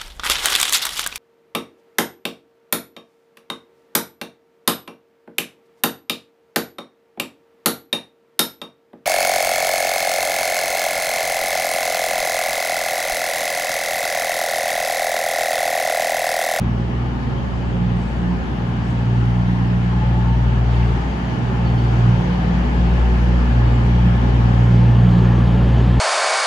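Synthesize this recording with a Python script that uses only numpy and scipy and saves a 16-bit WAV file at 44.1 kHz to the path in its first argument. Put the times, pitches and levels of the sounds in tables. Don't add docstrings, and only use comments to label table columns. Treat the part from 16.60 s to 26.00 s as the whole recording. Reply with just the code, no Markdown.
import sys
import numpy as np
from scipy import signal
from scipy.io import wavfile

SR = 44100
rng = np.random.default_rng(int(sys.argv[2]) if len(sys.argv) > 2 else 0)


def wav_record(signal):
    frames = np.transpose(np.atleast_2d(signal))
    bounded = np.clip(frames, -1, 1)
    quanta = np.round(bounded * 32767).astype(np.int16)
    wavfile.write(sys.argv[1], SR, quanta)


N = 414540
TIME = np.arange(N) / SR

FIRING_HZ = 59.25
# time in seconds, untrimmed level in dB.
FIRING_TONE = [(0.0, -25), (0.93, -28), (1.51, -23), (2.14, -31), (2.62, -22.5), (2.97, -26), (3.81, -17.5),
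               (4.28, -19), (4.82, -31.5), (5.03, -21), (5.7, -23), (6.52, -14.5), (8.63, -20), (9.4, -16)]
OCTAVE = [(0.0, -23), (1.04, -28.5), (1.28, -20.5), (2.15, -27), (2.48, -17.5), (2.83, -20.5),
          (4.23, -18.5), (4.52, -28.5), (5.49, -13.5), (5.67, -28.5), (5.85, -25), (6.03, -36.5),
          (6.35, -24), (6.85, -25.5), (7.0, -16.5), (7.72, -20.5), (7.93, -14), (8.4, -12), (9.0, -18),
          (9.4, -17.5)]
TWELFTH = [(0.0, -27), (0.98, -40), (1.14, -23), (1.66, -20), (1.95, -28.5), (2.5, -28), (2.87, -20.5),
           (3.4, -23.5), (3.8, -26), (4.82, -28), (5.15, -24.5), (5.9, -19), (6.28, -21.5), (6.45, -32.5),
           (6.73, -23), (6.98, -33), (7.45, -18.5), (7.8, -26.5), (8.15, -20), (8.56, -15.5), (8.75, -21.5),
           (8.95, -19), (9.4, -26)]
DOUBLE_OCTAVE = [(0, -35.5), (.55, -34), (2.1, -35.5), (3.1, -33.5), (3.5, -43.5), (4.6, -39.5),
                 (5.1, -33.5), (5.6, -42), (6.05, -29), (6.5, -39), (6.9, -26), (7.25, -28.5),
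                 (7.65, -30.5), (8.3, -35.5), (8.8, -28.5), (9.4, -36)]
OCTAVE_NULLS_S = [1.51, 1.81, 4.54]
TWELFTH_NULLS_S = [.67, 1.52, 1.87, 4.0, 4.47, 4.85, 5.3, 6.08, 7.1, 7.62, 8.33, 9.17]
DOUBLE_OCTAVE_NULLS_S = [1.0, 2.4, 4.3, 7.03, 7.48, 8.0, 8.55, 9.07]
NULL_S, SIDE_ECHO_DB = 0.3, 3
REAR_ENGINES_DB, REAR_OFFSET_HZ = [-45, -38, -40.5], 1.1
# multiple of the two-turn engine cycle rate, level in dB before sway.
CYCLE_LINES = [(3, -50.5), (5, -43.5), (7, -40.5), (8, -48.5), (9, -44.5), (10, -43.5), (13, -42),
               (14, -32.5), (15, -48.5), (16, -39), (17, -45), (19, -40), (20, -42.5), (21, -42),
               (22, -35.5), (23, -46), (25, -44), (26, -45), (27, -41.5), (30, -46), (32, -48), (33, -47),
               (36, -46), (78, -52), (84, -49), (93, -51)]

# time in seconds, gain in dB.
APPROACH = [(0, -3.5), (1.3, -2.5), (3.5, -1.0), (4.8, -0.1), (5.6, 1.27), (7.6, 1.5), (9.4, 2.5)]
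# frequency in Hz, relative density in dB per Hz.
RUMBLE = [(18, -21.5), (36, -16.5), (55, 0), (90, -3.5), (130, -1.5), (200, -3), (280, -6), (380, -12),
          (480, -11), (640, -15.5), (1000, -34)]
ROAR = [(400, -17), (650, -3), (800, 0), (980, -4), (1130, -4), (1450, -6.5), (1700, -6.5), (2100, -13.5),
        (3000, -27)]
HISS = [(1400, -17), (2100, -0.5), (2600, -1), (3050, -.5), (3700, -7.5), (4600, -10.5), (5400, -14),
        (6700, -17.5), (8500, -29.5), (10800, -27), (13000, -32.5)]
RUMBLE_DB, RUMBLE_FOLLOWS = -29, 0.7
ROAR_DB, ROAR_FOLLOWS = -35, 0.86
HISS_DB, HISS_FOLLOWS = -44.5, 1.03
THROB_FOLLOWS, THROB_SWAYS, RUMBLE_SWAYS = 0.28, 0.24, 0.12
ABREAST_S, ABREAST_DB_PER_S = 6.6, 0.82
# start in seconds, rise in dB before the envelope.
SURGES = [(4.04, 2), (5.12, 0.5)]
SURGE_ATTACK_S, SURGE_DECAY_S = 0.13, 0.22

# frequency in Hz, width in Hz, level in dB against the growl.
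UNDERFRAME = [(323.2, 34, -5), (378, 24, -0.6), (422.6, 26, -3.5), (478.6, 30, -5.5), (551.6, 40, -4)]
# time in seconds, level in dB.
GROWL = [(0, -41), (1.5, -41.5), (3.2, -42.5), (4.8, -41.5), (5.6, -37.5), (6.7, -38.5), (7.3, -39),
         (8.2, -37), (9.4, -36)]
# frequency in Hz, width in Hz, level in dB against the roar.
CASING = [(776, 54, -11), (826, 32, -10.5), (880.5, 47, -9.5), (908, 8.1, -16), (1045, 40, -14),
          (2962, 240, -17.5), (4670, 320, -28.5)]
# frequency in Hz, width in Hz, level in dB against the whine.
WHINE = [(848, 26, 1.5), (1680, 78, 1), (1743, 40, 1.5)]
# time in seconds, level in dB.
WHINE_LEVEL = [(0, -56.5), (3, -51), (5.7, -50.5), (6.6, -45.5), (8.0, -48), (8.64, -44.5), (9.4, -45)]
DIP_HZ, DIP_WIDTH_HZ = 540, 170
GROUND_DIP = [(0, 0.17), (1.7, 0), (3.0, .35), (3.9, 0.054), (5.2, .25), (6.3, 0), (9.4, 0.06)]

# start and end in seconds, first and last pitch in Hz, level in dB, roughness 0 to 1.
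SQUEALS = [(.33, .66, 1214, 1225, -50, .6), (3.12, 3.4, 1045, 1050, -47, 1),
           (3.318, 3.44, 877, 859, -34.5, 0.3), (3.54, 3.63, 865, 883, -35, 0.35),
           (3.65, 3.75, 884, 910, -34, .25), (4.12, 4.24, 878, 878, -38, .5),
           (4.99, 5.09, 872, 858, -37, 0.3), (5.08, 5.18, 813, 776, -39, .6),
           (5.26, 5.358, 734, 732, -43.5, .6), (5.05, 5.2, 4450, 4490, -54.5, .7),
           (5.193, 5.26, 4785, 4740, -61, .8), (5.28, 5.325, 4800, 4790, -54.5, .5),
           (5.325, 5.355, 4520, 4460, -54.5, 1), (5.365, 5.46, 4760, 4780, -57, .9),
           (5.0, 5.399, 6540, 6400, -67, 1), (5.92, 6.08, 800, 800, -42, 1),
           (7.05, 7.196, 7300, 7250, -64, 1), (8.29, 8.42, 1190, 1144, -45, 0.7),
           (8.402, 8.858, 1147, 1133, -46, 1)]
# start in seconds, centre in Hz, width in Hz, level in dB before the envelope.
KNOCKS = [(4.09, 3700, 1000, -47), (4.125, 420, 260, -32.5), (4.11, 2100, 1200, -39.5),
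          (4.215, 2390, 700, -40.5), (4.35, 340, 160, -29.5), (5.24, 460, 260, -31)]
KNOCK_ATTACK_S, KNOCK_DECAY_S = .015, 0.025
# start in seconds, centre in Hz, width in Hz, level in dB before the envelope.
PUFFS = [(1.34, 6700, 3420, -57.5), (2.2, 6480, 3620, -59)]
PUFF_ATTACK_S, PUFF_DECAY_S = .09, .13
HALL_T60_S = 2.5

# frequency in Hz, correlation from -1 to 1.
LIKENESS = [(60, .991), (130, .996), (250, 0.9), (400, 0.58), (600, -0.08), (950, 0.12), (1600, -0.32),
            (2600, 0), (4500, 0.14), (5600, 0), (7000, 0.3), (9000, -0.5), (12000, 0)]
# frequency in Hz, left minus right in dB.
BALANCE = [(60, 1.6), (180, -2.3), (350, -1), (600, 1), (950, 3.5), (1500, 1.5), (2100, 2), (2900, 4),
           (4000, 1), (6000, 0)]
# time in seconds, amount from 0 to 1.
NARROWING = [(0, 0), (7.95, 0), (8.4, 0.4), (8.85, 0.55), (9.2, 1), (9.4, 1)]
PRESENCE_HZ, TREBLE_HZ, STOPBAND_HZ = (2930, 4000), (4700, 7200), 13400


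def from_db(db):
    return 10 ** (np.asarray(db) / 20)


def rms_one(x):
    return x / np.sqrt(np.mean(x ** 2) + 1e-20)


def in_time(rows):
    s, value = np.transpose(rows)
    return np.interp(TIME, s, value)


def at_hz(rows, hz):
    table_hz, value = np.transpose(rows)
    return np.interp(np.log(hz), np.log(table_hz), value)


def drift(rate_hz):
    pole = np.exp(-200 * np.pi * rate_hz / SR)
    white = rng.standard_normal(N // 100 + 2002)
    slow = signal.lfilter([1], [1, -2 * pole, pole * pole], white)[2000:]
    return np.interp(np.arange(N) / 100, np.arange(len(slow)), rms_one(slow))


def fading_tone(phase, rate_hz):
    return drift(rate_hz) * np.cos(phase) + drift(rate_hz) * np.sin(phase)


def band(x, low_hz, high_hz):
    return signal.sosfilt(signal.butter(2, [low_hz, high_hz], "band", fs=SR, output="sos"), x)


def band_around(x, centre_hz, width_hz):
    return band(x, centre_hz - width_hz / 2, centre_hz + width_hz / 2)


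def swell(start_s, end_s, edge_s):
    inside_s = np.minimum(TIME - start_s, end_s - TIME)
    return np.sin(np.pi / 2 * np.clip(inside_s / edge_s + .5, 0, 1)) ** 2


def burst(start_s, attack_s, decay_s):
    age_s = TIME - start_s
    return np.clip(age_s / attack_s, 0, 1) * np.exp(-np.maximum(age_s - attack_s, 0) / decay_s)


def at_ports(mid, side, hz):
    alike = at_hz(LIKENESS, hz)
    flip = np.array([[1], [-1]])
    pair = np.sqrt(1 + alike) * mid + np.sqrt(1 - alike) * side * flip
    return pair * from_db(flip * at_hz(BALANCE, hz) / 2) / np.sqrt(2)


def diffuse_noise(spectrum, patchy_db, count, tilt_db=0):
    out = 0
    edges_hz = np.geomspace(spectrum[0][0], spectrum[-1][0], count + 1)
    centre_hz = np.sqrt(edges_hz[0] * edges_hz[-1])
    white = rng.standard_normal((2, 2, N))
    for k, (low_hz, high_hz) in enumerate(zip(edges_hz, edges_hz[1:])):
        hz = np.sqrt(low_hz * high_hz)
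        level_db = at_hz(spectrum, hz) + patchy_db * drift(7.5) + tilt_db * np.log2(hz / centre_hz)
        mid, side = band(white[k % 2], low_hz, high_hz)
        out = out + from_db(level_db) * at_ports(mid, side, hz)
    return out / np.std(out.mean(axis=0))


def wavering_ring(modes, waver, flicker_db):
    out = 0
    for hz, width_hz, level_db in modes:
        phase = 2 * np.pi * np.cumsum(hz * (1 + waver * drift(3))) / SR
        ringing = np.array([fading_tone(phase, 0.62 * width_hz) for _ in range(2)])
        mid, side = rms_one(ringing * from_db(flicker_db * drift(3)))
        out = out + from_db(level_db) * at_ports(mid, side, hz)
    return out


def exhaust_hum(firing_phase, trims_db, wander_rad, scatter):
    out = 0
    curves = [FIRING_TONE, OCTAVE, TWELFTH, DOUBLE_OCTAVE]
    nulls_s = [[], OCTAVE_NULLS_S, TWELFTH_NULLS_S, DOUBLE_OCTAVE_NULLS_S]
    for k, (curve, nulls, trim_db) in enumerate(zip(curves, nulls_s, trims_db), 1):
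        level_db = in_time(curve) + trim_db
        gain = from_db(level_db)
        for null_s in nulls:
            gain = gain * np.tanh(k * (TIME - null_s) / NULL_S)
        phase = k * (firing_phase + wander_rad * drift(0.51)) + rng.uniform(0, 2 * np.pi)
        tone = np.sqrt(2) * np.sin(phase) + scatter * fading_tone(phase, 11.0)
        sideways = from_db(level_db.mean() + SIDE_ECHO_DB) * fading_tone(phase, 0.98)
        out = out + at_ports(gain * tone, sideways, k * FIRING_HZ)
    return out


def rear_engines(firing_phase):
    phase = firing_phase + 2 * np.pi * REAR_OFFSET_HZ * TIME
    return sum(from_db(level_db) * fading_tone(k * phase, 1.52)
               for k, level_db in enumerate(REAR_ENGINES_DB, 1))


def cylinder_throb(firing_phase, fade_rate_hz, gain_db):
    out = 0
    for multiple, level_db in CYCLE_LINES:
        ratio = multiple / 6
        phase, rate_hz = ratio * firing_phase, fade_rate_hz * np.sqrt(ratio)
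        mid, side = fading_tone(phase, rate_hz), fading_tone(phase, rate_hz)
        out = out + from_db(level_db) * at_ports(mid, side, ratio * FIRING_HZ)
    return from_db(gain_db) * out


def engine_rumble(gain_db, tilt_db):
    return from_db(RUMBLE_DB + gain_db) * diffuse_noise(RUMBLE, patchy_db=1.0, count=14, tilt_db=tilt_db)


def underframe_growl(level_db):
    return from_db(level_db) * wavering_ring(UNDERFRAME, waver=.015, flicker_db=2.2)


def rolling_roar(near_db, surge_db):
    noise = from_db(-1.08) * diffuse_noise(ROAR, patchy_db=1.5, count=14)
    ringing = wavering_ring(CASING, waver=.005, flicker_db=-0.5)
    return from_db(ROAR_DB + ROAR_FOLLOWS * near_db + surge_db) * (noise + ringing)


def rolling_hiss(near_db, surge_db):
    noise = diffuse_noise(HISS, patchy_db=1.23, count=18)
    return from_db(HISS_DB + HISS_FOLLOWS * near_db + surge_db) * noise


def drive_whine():
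    return from_db(in_time(WHINE_LEVEL)) * wavering_ring(WHINE, waver=.008, flicker_db=1.0)


def wheel_squeals(waver, edge_s, blur_hz):
    out = 0
    for start_s, end_s, first_hz, last_hz, level_db, rough in SQUEALS:
        glide_hz = np.interp(TIME, [start_s, end_s], [first_hz, last_hz])
        phase = 2 * np.pi * np.cumsum(glide_hz * (1 + waver * drift(40))) / SR
        clean = np.sqrt(2 * (1 - rough)) * np.sin(phase)
        ragged = np.sqrt(rough) * fading_tone(phase, blur_hz * rough)
        out = out + from_db(level_db) * swell(start_s, end_s, edge_s) * (clean + ragged)
    return out


def joint_knocks():
    out = 0
    for start_s, hz, width_hz, level_db in KNOCKS:
        noise = rms_one(band_around(rng.standard_normal(N), hz, width_hz))
        out = out + from_db(level_db) * burst(start_s, KNOCK_ATTACK_S, KNOCK_DECAY_S) * noise
    return out


def air_puffs(flutter_db):
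    out = 0
    white = rng.standard_normal(N) * from_db(flutter_db * drift(20))
    for start_s, hz, width_hz, level_db in PUFFS:
        noise = rms_one(band_around(white, hz, width_hz))
        out = out + from_db(level_db) * burst(start_s, PUFF_ATTACK_S, PUFF_DECAY_S) * noise
    return out


def ground_dip(x):
    return x - in_time(GROUND_DIP) * band_around(x, DIP_HZ, DIP_WIDTH_HZ)


def hall(x, wet):
    t = TIME[:2 * SR]
    tail = rng.standard_normal((2, len(t))) * from_db(-60 * t / HALL_T60_S)
    tail /= np.sqrt(np.sum(tail ** 2, axis=1)[:, None])
    return np.sqrt(1 - wet) * x + np.sqrt(wet) * signal.fftconvolve(x[None], tail, axes=1)[:, :N]


def narrow_image(x, split_hz, low_db, high_db, presence_lift, treble_loss):
    amount = in_time(NARROWING)
    mid, side = (x[0] + x[1]) / 2, (x[0] - x[1]) / 2
    low = signal.sosfiltfilt(signal.butter(2, split_hz, fs=SR, output="sos"), side)
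    side = low * from_db(low_db * amount) + (side - low) * from_db(high_db * amount)
    mid = mid + amount * (presence_lift * band(mid, *PRESENCE_HZ) - treble_loss * band(mid, *TREBLE_HZ))
    return np.array([mid + side, mid - side])


def scene():
    firing_phase = 2 * np.pi * FIRING_HZ * TIME
    near_db = in_time(APPROACH)
    engine_db = RUMBLE_FOLLOWS * near_db + ABREAST_DB_PER_S * np.maximum(TIME - ABREAST_S, 0)
    surge_db = sum(rise_db * burst(s, SURGE_ATTACK_S, SURGE_DECAY_S) for s, rise_db in SURGES)
    growl_db = in_time(GROWL)
    sway_db = growl_db - growl_db.mean()

    hum = exhaust_hum(firing_phase, trims_db=[.2, 0.34, -0.12, -0.55], wander_rad=0.5, scatter=0.1)
    throb_db = THROB_FOLLOWS * engine_db + THROB_SWAYS * sway_db
    throb = cylinder_throb(firing_phase, fade_rate_hz=0.79, gain_db=throb_db)
    engines = hum + rear_engines(firing_phase) + throb

    rumble = engine_rumble(engine_db + RUMBLE_SWAYS * sway_db, tilt_db=0.18 * engine_db + .2 * surge_db)
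    hollowed = ground_dip(rumble + underframe_growl(growl_db) + rolling_roar(near_db, surge_db))
    treble = rolling_hiss(near_db, surge_db) + drive_whine()

    squeals = wheel_squeals(waver=.003, edge_s=0.03, blur_hz=33)
    small = hall(squeals + joint_knocks() + air_puffs(flutter_db=2.5), wet=0.24)
    return engines + hollowed + treble + small


def record(dry):
    narrowed = narrow_image(dry, split_hz=1960, low_db=-6.0, high_db=-26.0, presence_lift=.25, treble_loss=.2)
    narrowed = narrowed * swell(.003, TIME[-1] - .003, .006)
    return signal.sosfilt(signal.cheby2(12, 60, STOPBAND_HZ, fs=SR, output="sos"), narrowed)


dry = scene()
out = record(dry)
wav_record(out)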